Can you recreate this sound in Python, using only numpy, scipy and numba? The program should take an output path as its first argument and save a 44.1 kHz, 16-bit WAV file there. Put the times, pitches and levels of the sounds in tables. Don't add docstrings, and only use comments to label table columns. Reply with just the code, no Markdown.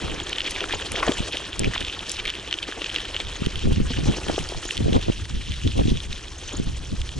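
import sys
import numpy as np
from scipy import signal
from scipy.fft import rfft, irfft, next_fast_len
from scipy.io import wavfile
from scipy.ndimage import uniform_filter1d
from numba import njit

SR = 44100
rng = np.random.default_rng(int(sys.argv[2]) if len(sys.argv) > 2 else 0)


def digitize_waveform(pressure):
    field = np.atleast_2d(pressure).T
    bounded = np.clip(field, -1, 1)
    quanta = np.round(bounded * 32767).astype(np.int16)
    wavfile.write(sys.argv[1], SR, quanta)


N = 317072

# pitch_hz, gain_db (only the shape matters for the crunch)
STONE_COLOUR = [(88, -43.5), (150, 6.5), (232, -9.5), (322, 1.5), (400, -1.5), (689, -9), (1430, -8),
                (1740, -6), (2160, -8), (2410, -5), (3170, -0.5), (4720, -13.5), (6090, -14.5),
                (10500, -29.5), (11500, -27.5), (15000, -117), (22000, -120)]


def amp(db):
    return 10 ** (np.asarray(db) / 20)


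def rms_one(x):
    return x / np.sqrt(np.mean(x ** 2) + 1e-20)


def in_time(rows):
    s, *columns = np.transpose(rows)
    return [np.interp(np.arange(N) / SR, s, c) for c in columns]


def drift(rate_hz):
    r = np.exp(-40 * np.pi * rate_hz / SR)
    noise = rng.standard_normal(N // 20 + 2002)
    smooth = signal.lfilter([1], [1, -2 * r, r * r], noise)[2000:]
    quick = smooth - uniform_filter1d(smooth, size=SR // 200)
    return np.interp(np.arange(N) / 20, np.arange(len(quick)), rms_one(quick))


def coloured(x, spectrum):
    hz, db = np.transpose(spectrum)
    grid = np.maximum(np.fft.rfftfreq(4096, 1 / SR), 1)
    gain = amp(np.interp(np.log(grid), np.log(hz), db))
    cepstrum = irfft(np.log(gain))
    cepstrum[1:2048] *= 2
    cepstrum[2049:] = 0
    response = irfft(np.exp(rfft(cepstrum)))[None, :2048]
    return signal.fftconvolve(x, response, axes=1)[:, :x.shape[1]]


def add(out, s, sound, pan_db):
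    i = round(s * SR)
    sound = sound[..., :N - i]
    out[:, i:i + sound.shape[-1]] += amp([[pan_db / 2], [-pan_db / 2]]) * sound


def gusts():
    # start_s (at full strength), hold_s, level_db, rate_hz (typical eddies)
    gust_table = [(0.035, 0.11, -37, 200), (0.745, 0.0069, -36, 130), (0.927, 0.0049, -37, 151),
                  (1.087, .01, -52, 400), (1.202, 0.004, -33, 100), (1.615, 0.066, -25.5, 180),
                  (1.816, 0.0075, -37, 178), (2.26, 0.0089, -42, 50), (3.24, 0.038, -39, 49.6),
                  (3.421, 0.0091, -33, 150), (3.469, 0.0054, -30, 150), (3.564, 0.0075, -31.5, 50),
                  (3.658, 0.064, -22, 134), (3.775, 0.065, -26, 116), (3.876, 0.065, -38.5, 70),
                  (3.986, 0.057, -27.5, 118), (4.092, 0.011, -20.5, 140), (4.287, .015, -30.5, 276),
                  (4.406, 0.011, -30, 70), (4.568, 0.01, -31, 52), (4.803, 0.11, -25.5, 153),
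                  (4.956, 0.005, -17, 270), (5.086, 0.0084, -28.5, 256), (5.171, .01, -37, 59),
                  (5.321, 0.073, -32.5, 88), (5.493, 0.016, -30, 70), (5.662, 0.021, -21.5, 108),
                  (5.792, 0.0065, -18, 220), (5.844, 0.11, -27.5, 135), (6.093, 0.013, -33, 60.4),
                  (6.601, 0.0057, -24.5, 130), (6.67, 0.033, -29.5, 91.5), (6.786, .015, -39.5, 51),
                  (6.924, 0.02, -30.5, 102), (6.998, 0.018, -33, 49.7), (7.165, 0.025, -33.5, 130)]
    rise_db_per_s, fall_db_per_s = 558, 609
    calm_db, calm_rate_hz = -63, 70
    s, hold, db, hz = np.transpose(gust_table)[:, :, None]
    t = np.arange(0, N, 64) / SR
    rising_db = rise_db_per_s * np.maximum(s - t, 0)
    falling_db = fall_db_per_s * np.maximum(t - s - hold, 0)
    power, calm = amp(2 * (db - rising_db - falling_db)), amp(2 * calm_db)
    total = power.sum(axis=0) + calm
    rate_hz = (np.sum(power * hz, axis=0) + calm * calm_rate_hz) / total
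    return in_time(np.transpose([t, 10 * np.log10(total), rate_hz]))


def rumble():
    # time_s, level_db (before gusts and drift)
    pressure = [(0.0, -39.5), (0.44, -43), (1.16, -39), (1.26, -38), (1.46, -46), (1.68, -35.5),
                (2.02, -46), (2.2, -41), (2.72, -48), (3.46, -37.5), (3.62, -31), (3.9, -32), (4.56, -42),
                (4.83, -44), (4.95, -31.5), (5.65, -34), (5.85, -30.5), (6.03, -36), (6.15, -38),
                (6.39, -40), (6.75, -33), (7.19, -35.5)]
    swell_s, swell_db = .07, -5.5
    band = signal.butter(2, [24., 85.], "band", fs=SR, output="sos")
    deep = signal.sosfilt(band, rng.standard_normal((2, N)))
    gust_power = uniform_filter1d(amp(2 * gusts()[0]), size=max(round(swell_s * SR), 1))
    swell = amp(2 * swell_db) * gust_power
    level = np.sqrt(amp(2 * in_time(pressure)[0]) + np.abs(swell))
    mid, side = level * amp(2.6 * drift(6.7)) * rms_one(deep)
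    side = 0.36 * signal.sosfilt(signal.butter(1, 60., "high", fs=SR, output="sos"), side)
    return np.array([mid + side, mid - side])


def pops(cycles=0.52):
    # middle_s, level_db (1.5 dB is added below), pitch_hz
    pop_table = [(1.205, -13, 150), (1.604, -15, 340), (3.421, -14, 210), (3.47, -11, 210),
                 (3.657, -11, 190), (3.674, -10, 330), (3.709, -14, 230), (3.721, -13, 260),
                 (3.782, -14, 210), (3.803, -9, 230), (3.988, -11, 220), (4.06, -13, 200), (4.1, -10, 180),
                 (4.805, -14, 230), (4.86, -12, 330), (4.883, -7, 300), (4.926, -8, 250), (4.952, -13, 340),
                 (4.964, -7, 240), (4.98, -12, 350), (5.084, -13, 300), (5.1, -6, 270), (5.651, -16, 190),
                 (5.667, -12, 250), (5.775, -16, 190), (5.792, -7, 400), (5.814, -14, 320),
                 (5.856, -12, 180), (5.883, -10, 200), (5.927, -14, 190), (6.6, -12, 200)]
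    out, phases = np.zeros((1, N)), rng.normal(0, 1.3, len(pop_table))
    for (s, db, hz), phase in zip(pop_table, phases):
        turns = np.arange(-3 * SR // hz, 3 * SR // hz) * hz / SR
        i = round(s * SR + turns[0] * SR / hz)
        swell = np.exp(-(turns * 2 / cycles) ** 2)
        out[0, i:i + len(turns)] += amp(db + 1.5) * swell * np.cos(2 * np.pi * turns + phase)
    return out[0]


@njit
def eddies(noise, pole):
    out, state = np.zeros_like(noise), np.zeros(4)
    for i in range(len(noise)):
        x = noise[i] / np.sqrt(pole[i])
        for k in range(4):
            state[k] += pole[i] * (x - state[k])
            x = state[k]
        out[i] = x
    return out


def wind(lumps_db=4., lee_db=-2.5, common_db=2.0, sum_hz=150., difference_hz=70.):
    level_db, rate_hz = gusts()
    pole = 1 - np.exp(-2 * np.pi * 3.05 * rate_hz / SR)
    ports = []
    for _ in range(2):
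        roar = rms_one(eddies(rng.standard_normal(N), pole))
        ports.append(roar * amp(level_db + lumps_db * drift(46.0)))
    facing, sheltered = ports[0] + pops(), amp(lee_db) * ports[1]
    high = signal.butter(2, difference_hz, "high", fs=SR, output="sos")
    low = signal.butter(1, sum_hz, fs=SR, output="sos")
    side = signal.sosfilt(high, facing - sheltered)
    mid = amp(common_db) * signal.sosfilt(low, facing + sheltered)
    return np.array([mid + side, mid - side])


def squeaks():
    # start_s, peak_db (before panning), pitch_hz, length_s
    squeak_table = [(0.232, -33.5, 6770, 0.0085), (0.743, -32, 6700, 0.014), (1.064, -30.5, 6850, 0.0067),
                    (1.13, -34, 7100, 0.017), (3.359, -38, 6570, 0.016), (4.675, -31.5, 6730, 0.016),
                    (6.38, -36, 6460, 0.011), (6.432, -40, 6360, 0.013), (6.476, -32, 6200, 0.01),
                    (6.528, -33.5, 6770, 0.011), (6.566, -31, 6870, 0.01)]
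    out = np.zeros((2, N))
    chance = rng.standard_normal((len(squeak_table), 2000))
    for (s, db, hz, length), noise in zip(squeak_table, chance):
        t = np.arange(min(round(length * SR), 2000)) / SR
        wobble = .14 * np.cumsum(noise[:len(t)])
        swell = np.sqrt(np.abs(np.sin(np.pi * t / length)))
        add(out, s, amp(db) * swell * np.sin(2 * np.pi * hz * t + wobble), pan_db=2.5)
    return out


def knocks():
    # start_s, level_db (14 dB is added below), pitch_hz, t60_s (time to die by 60 dB)
    knock_table = [(0.612, -45.5, 408, 0.22), (0.643, -44, 340, 0.046), (0.735, -25.5, 411, 0.018),
                   (0.753, -38, 457, 0.031), (0.811, -45, 410, 0.03), (0.942, -41, 462, 0.063),
                   (0.979, -24, 447, 0.008), (1.027, -28, 1127, 0.048), (1.077, -20.5, 452, 0.023),
                   (1.091, -22, 257, 0.033), (1.112, -40, 472, 0.089), (1.342, -40, 320, 0.029),
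                   (1.759, -28.5, 1030, 0.014), (2.687, -34.5, 330, 0.017), (2.77, -44.5, 392, 0.096),
                   (2.816, -33.5, 436, 0.015), (3.199, -33.5, 490, 0.013), (3.903, -37.5, 246, 0.07),
                   (4.067, -44.5, 474, 0.18), (4.168, -29, 430, 0.0095), (4.181, -27.5, 305, 0.018),
                   (4.265, -30, 382, 0.0089), (4.296, -24, 320, 0.029), (4.341, -37, 325, 0.028),
                   (4.379, -29.5, 430, 0.022), (4.52, -35.5, 397, 0.026), (4.546, -34.5, 410, 0.018),
                   (4.653, -36, 377, 0.017), (6.527, -40, 272, 0.098)]
    out, t = np.zeros((2, N)), np.arange(4000) / SR
    chance = rng.standard_normal((len(knock_table), 4000))
    for (s, db, hz, t60), noise in zip(knock_table, chance):
        band = signal.butter(2, [.6 * hz, 1.9 * hz], "band", fs=SR, output="sos")
        rise = 1 - np.exp(-t / .002)
        thud = np.sin(2 * np.pi * hz * t) + 0.97 * rms_one(signal.sosfilt(band, noise))
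        add(out, s, amp(db + 14.0) * rise * thud * amp(-60 * t / t60), pan_db=3.0)
    return out


def snaps(t60=0.0063, rise_s=0.00023):
    # start_s, level_db (3.5 dB is added below), pitch_hz,
    # crack_db (treble, relative to level_db; a lift is added below), pan_db (left minus right)
    snap_table = [(0.2006, -16.5, 3270, -27, 0.0), (0.2945, -19, 3500, -6, 0.0),
                  (0.3296, -12.5, 3130, -31, 0.0), (0.383, -10, 3120, -37, 2),
                  (0.405, -10, 2980, -31, -0.5), (0.417, -16, 3270, -30, 0.5), (0.463, -17, 3200, -23, 0.0),
                  (0.4762, -15, 2330, -16, 3), (0.5084, -16, 2430, -2, -1.0), (0.5616, -13, 2450, -26, -2),
                  (0.606, -11.5, 3150, -32, -0.5), (0.6406, -12.5, 1500, -19, 3),
                  (0.7084, -16.5, 1800, -22, 3), (0.7253, -12, 3360, -13, 0.5),
                  (0.746, -15.5, 3200, -34, 0.0), (0.919, -14, 2350, -3, -1), (0.956, -15, 1950, -36, 0.5),
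                  (0.961, -16, 3280, -69, -3), (1.0284, -21, 1430, -31, -10), (1.066, -16, 1760, -26, 0.5),
                  (1.0829, -13.5, 3230, -31, 1.5), (1.1194, -12.5, 3220, -16, 0.5),
                  (1.1835, -20, 3260, -11, 0.0), (1.3234, -16, 3300, -19, 0.5),
                  (1.37, -12.5, 3320, -26, -0.5), (1.5936, -9, 7500, -1.5, 3), (1.634, -17, 2410, -27, 0.5),
                  (1.644, -7, 2430, -44, 0), (1.736, -15.5, 1820, -46, 0.5), (1.7534, -19, 1920, -28, -0.5),
                  (1.7788, -13, 3480, -33, -2), (1.8062, -15, 3450, -13, -0.5),
                  (1.8257, -21, 3350, -37, -4), (1.8482, -14, 3300, -25, 0.0), (1.8665, -20, 3420, -42, -2),
                  (1.8817, -20, 3400, -37, 0.0), (1.897, -22, 3200, -30, 0.5),
                  (1.9914, -18, 3450, -32, 0.0), (2.0948, -17, 4980, -6, 12), (2.1168, -12, 7400, -3, -8),
                  (2.168, -17.5, 3040, -19, 0.0), (2.1995, -18, 3380, -28, 0.0),
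                  (2.253, -15, 2260, -22, -0.5), (2.2587, -13.5, 2330, -32, -0.5),
                  (2.2714, -17, 3260, -19, -1.0), (2.2775, -15, 2360, -22, -1.0),
                  (2.2948, -15.5, 3340, -23, -1.5), (2.3012, -11, 3160, -17, -1.0),
                  (2.3523, -17, 3200, -25, -3), (2.5107, -22.5, 3300, -23, 20),
                  (2.5264, -5.5, 3040, -30, 0.0), (2.5397, -11.5, 3030, -34, -0.5),
                  (2.587, -16.5, 3220, -31, 0.0), (2.6284, -15, 3400, -19, 0.0),
                  (2.7143, -20.5, 3250, -21, -1), (2.7231, -16.5, 1650, -52, 1.0),
                  (2.818, -16, 2850, -42, 5), (2.8432, -15, 2780, -28, 1.0), (2.8944, -21, 3130, -24, 2),
                  (2.8993, -17, 3230, -24, 0.5), (2.9443, -19.5, 3190, -15, 14),
                  (2.9508, -14, 3350, -24, 0.5), (2.9607, -7.5, 3090, -37, 0), (2.984, -15, 2980, -21, 5),
                  (2.997, -22, 3310, -26, -0.5), (3.0031, -17.5, 3180, -26, 0.5),
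                  (3.0527, -17.5, 2970, -18, 0.5), (3.1446, -15, 3100, -37, 1.5),
                  (3.1646, -11, 3040, -46, 0.0), (3.2017, -13, 3440, -42, 0.0),
                  (3.269, -25, 3510, -20, -1.5), (3.284, -23, 3570, -28, -2), (3.462, -12, 3070, -16, -6),
                  (3.557, -16, 3200, -19, -5), (3.5924, -20, 3100, -14, -3), (3.729, -29, 3280, -4, -3),
                  (3.7599, -18.5, 2820, -32, -1.5), (3.9342, -20, 3170, -47, -4),
                  (3.9718, -19, 2840, -29, -3), (4.2833, -16, 3170, -16, -2), (4.2974, -41, 1400, -18, -6),
                  (4.361, -19, 3360, -25, -2), (4.3896, -18, 3000, -9, 3), (4.489, -17.5, 4800, -11, 0.5),
                  (4.6537, -24.5, 3520, -3, -3), (4.6894, -22, 1760, -27, 0.5),
                  (4.7083, -10.5, 2820, -15, -3), (4.769, -14, 3260, -14, 0.0),
                  (4.777, -11, 3270, -18, -0.5), (4.9305, -12.5, 3270, -41, 3),
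                  (5.0124, -20.5, 3220, -18, 4), (5.254, -25, 1990, -15, 4), (5.5196, -20.5, 3170, -14, -7),
                  (5.675, -16.5, 3470, -25, -3), (5.7174, -22, 2970, -25, 0.0),
                  (5.7785, -24, 2890, -5.5, 4), (5.874, -19, 3500, -26, 2), (5.903, -25, 3250, -17, -1.0),
                  (5.9717, -18, 3320, -22, 1.0), (6.003, -20.5, 3500, -23, 4), (6.128, -17, 3780, -13, -1),
                  (6.4918, -22.5, 3300, -17, -5), (6.5268, -30, 3060, -5, 0.0),
                  (7.016, -16.5, 3460, -11, 0), (7.0908, -18, 3050, -20, -0.5)]
    crack_s, crack_lift_db = .0007, 2
    out, t = np.zeros((2, N)), np.arange(900) / SR
    treble = signal.butter(2, 4500, "high", fs=SR, output="sos")
    chance = rng.standard_normal((len(snap_table), 3, 900))
    chips = coloured(chance[:, 0], STONE_COLOUR)
    rise = 1 - np.exp(-t / rise_s)
    for (s, db, hz, crack_db, pan_db), noise, chip in zip(snap_table, chance, chips):
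        tone = np.sin(2 * np.pi * hz * t + 0.26 * np.exp(-t / 0.00044)) * amp(-60 * t / t60)
        crack = signal.sosfilt(treble, (noise[0] + 0.68 * noise[1:]) * np.exp(-t / crack_s))
        scatter = amp(-12) * rms_one(chip) * np.exp(-t / 0.0025)
        ringing = 1 - 0.64 * min(amp(crack_db), 1)
        near_pitch = signal.butter(2, [0.5 * hz, 2.25 * hz], "band", fs=SR, output="sos")
        body = signal.sosfilt(near_pitch, rise * ringing * (tone + scatter))
        bright = rise * amp(crack_db + crack_lift_db) * crack
        add(out, s, amp(db + 3.5) * (body + bright), pan_db)
    return out


def patches(hz):
    # middle_s, length_s, lift_db (at the middle and centre pitch), centre_hz
    patch_table = [(0.307, 0.13, 4.5, 3040), (0.473, 0.049, 12, 2800), (0.509, 0.035, 17, 7100),
                   (0.552, .04, 3, 3200), (0.61, 0.13, 6, 2500), (.67, 0.064, -8, 3000),
                   (0.729, 0.075, 11, 2670), (0.949, 0.05, 9, 3200), (0.909, 0.03, -8, 2500),
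                   (0.997, 0.026, 7.5, 3000), (1.056, 0.3, 12.5, 875), (1.306, 0.029, -8, 3000),
                   (1.12, 0.27, 4.5, 7000), (1.33, 0.03, 12, 2900), (1.763, 0.16, 5.5, 3000),
                   (1.597, .05, 2, 8000), (2.111, 0.17, 12, 7660), (1.886, 0.14, 2.5, 3300),
                   (2.036, .06, -2.5, 3500), (2.195, 0.11, 5, 2980), (2.297, 0.062, 14, 2400),
                   (2.44, 0.055, 2.5, 3200), (2.615, 0.022, -7, 4000), (2.632, 0.035, 14, 3180),
                   (2.867, 0.03, 12, 3200), (2.965, 0.041, 6.5, 2960), (3.456, 0.044, 6, 3500),
                   (3.616, .1, 5.5, 3920), (3.726, 0.023, 8, 6000), (3.93, 0.19, 4, 3180),
                   (4.07, 0.12, 4.5, 3000), (4.168, 0.033, 7.5, 4500), (3.845, 0.075, -7, 3000),
                   (4.212, 0.043, -7, 2970), (4.304, 0.057, 11.5, 1200), (4.347, 0.21, 4.5, 6000),
                   (4.484, 0.069, 0, 6060), (4.66, 0.039, 7, 8000), (4.716, .07, 8, 8050),
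                   (5.05, 0.33, 4.5, 3250), (5.273, 0.055, -10, 3000), (5.527, 0.18, 3, 3000),
                   (5.885, 0.067, 7.5, 3480), (6.163, 0.11, 7, 3220), (6.325, 0.097, -2, 3000),
                   (6.498, 0.16, 7.5, 3100), (6.533, 0.078, 11, 900), (6.62, 0.039, 9, 3200)]
    spread_octaves = 1
    s, length, lift_db, centre_hz = np.transpose(patch_table)[:, :, None]
    t = np.arange(0, N, 64) / SR
    crossing = np.clip(1 - np.abs(t - s) / length * 2, 0, 1)
    nearness = np.exp(-(np.log2(hz / centre_hz) / spread_octaves) ** 2)
    return np.interp(np.arange(N) / SR, t, np.sum(lift_db * crossing * nearness, axis=0))


def gravel(per_s=2500., size_db=3.0, hiss_db=-1.0, width=0.29, clump_db=1.0, side_db=-19.5):
    # (tilt, full at 6000 Hz and above)
    roll_table = [(0.0, -34.5, 4, 3), (0.26, -39, 5, 4), (0.4, -36, 1.5, 3), (1.28, -35.5, 0.5, 5),
                  (1.58, -37.5, 0.5, 1.5), (1.74, -36, -1, 2), (2.58, -40, 1.5, 3), (2.88, -37.5, 0.5, 4.5),
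                  (3.0, -35.5, 0, 1.5), (3.76, -40.5, -1, 5.5), (4.14, -39, 6, 9.5), (5.39, -41, -5.5, 5),
                  (5.73, -38, -9, 5.5), (6.17, -45, 3, 9.5), (7.09, -45.5, 2.5, 10),
                  (7.19, -46.5, 1.5, 13.5)]
    crunch_db, dull_db, bright_db = in_time(roll_table)
    clumps = drift(25.)
    born = rng.random(N) < per_s * amp(2.2 * clumps) / SR
    sizes = amp(size_db * np.minimum(rng.exponential(1, N), 4))
    grains = born * sizes * rng.choice([-1, 1], N)
    grains = rms_one(grains) * np.array([np.ones(N), amp(side_db) * rng.standard_normal(N)])
    hiss = amp(hiss_db) * rng.standard_normal((2, 2, N)) * amp([[0], [side_db]])
    centres, dealt, out = np.geomspace(220, 10000, 16), rng.integers(0, 16, N), 0
    for k, hz in enumerate(centres):
        band = signal.butter(2, [hz * (1 - width / 2), hz * (1 + width / 2)], "band", fs=SR, output="sos")
        octaves = np.log2(hz / 3000)
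        tilt_db = np.clip(-octaves / 2, 0, 1) * dull_db + np.clip(octaves, 0, 1) * bright_db
        gain = amp(tilt_db + patches(hz) + clump_db * (clumps + 2.04 * drift(12.3)))
        gain = gain * amp([[0], [9.3 * np.clip(octaves + 0.1, 0, 1)]])
        grain_gain = amp(12 - 5 * np.clip(octaves, 0, 1))
        out = out + gain * signal.sosfilt(band, hiss[k % 2] + grain_gain * grains * (dealt == k))
    mid, side = coloured(out, STONE_COLOUR)
    gain = amp(crunch_db + 3.5) / np.std(mid)
    return gain * np.array([mid + side, mid - side])


def scene():
    bike = gravel() + snaps() + knocks() + squeaks()
    turned = 0.32 * signal.hilbert(bike.mean(axis=0), next_fast_len(N)).imag[:N]
    return bike + [-turned, turned] + wind() + rumble()


def record(dry):
    step_hz, cutoff_hz = 11200, 12200
    step = signal.cheby2(18, 30, step_hz, fs=SR, output="sos")
    cut = signal.butter(12, cutoff_hz, fs=SR, output="sos")
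    rounded = .9 * np.tanh(dry / .9)
    return signal.sosfilt(np.r_[step, cut], rounded)


dry = scene()
out = record(dry)
digitize_waveform(out)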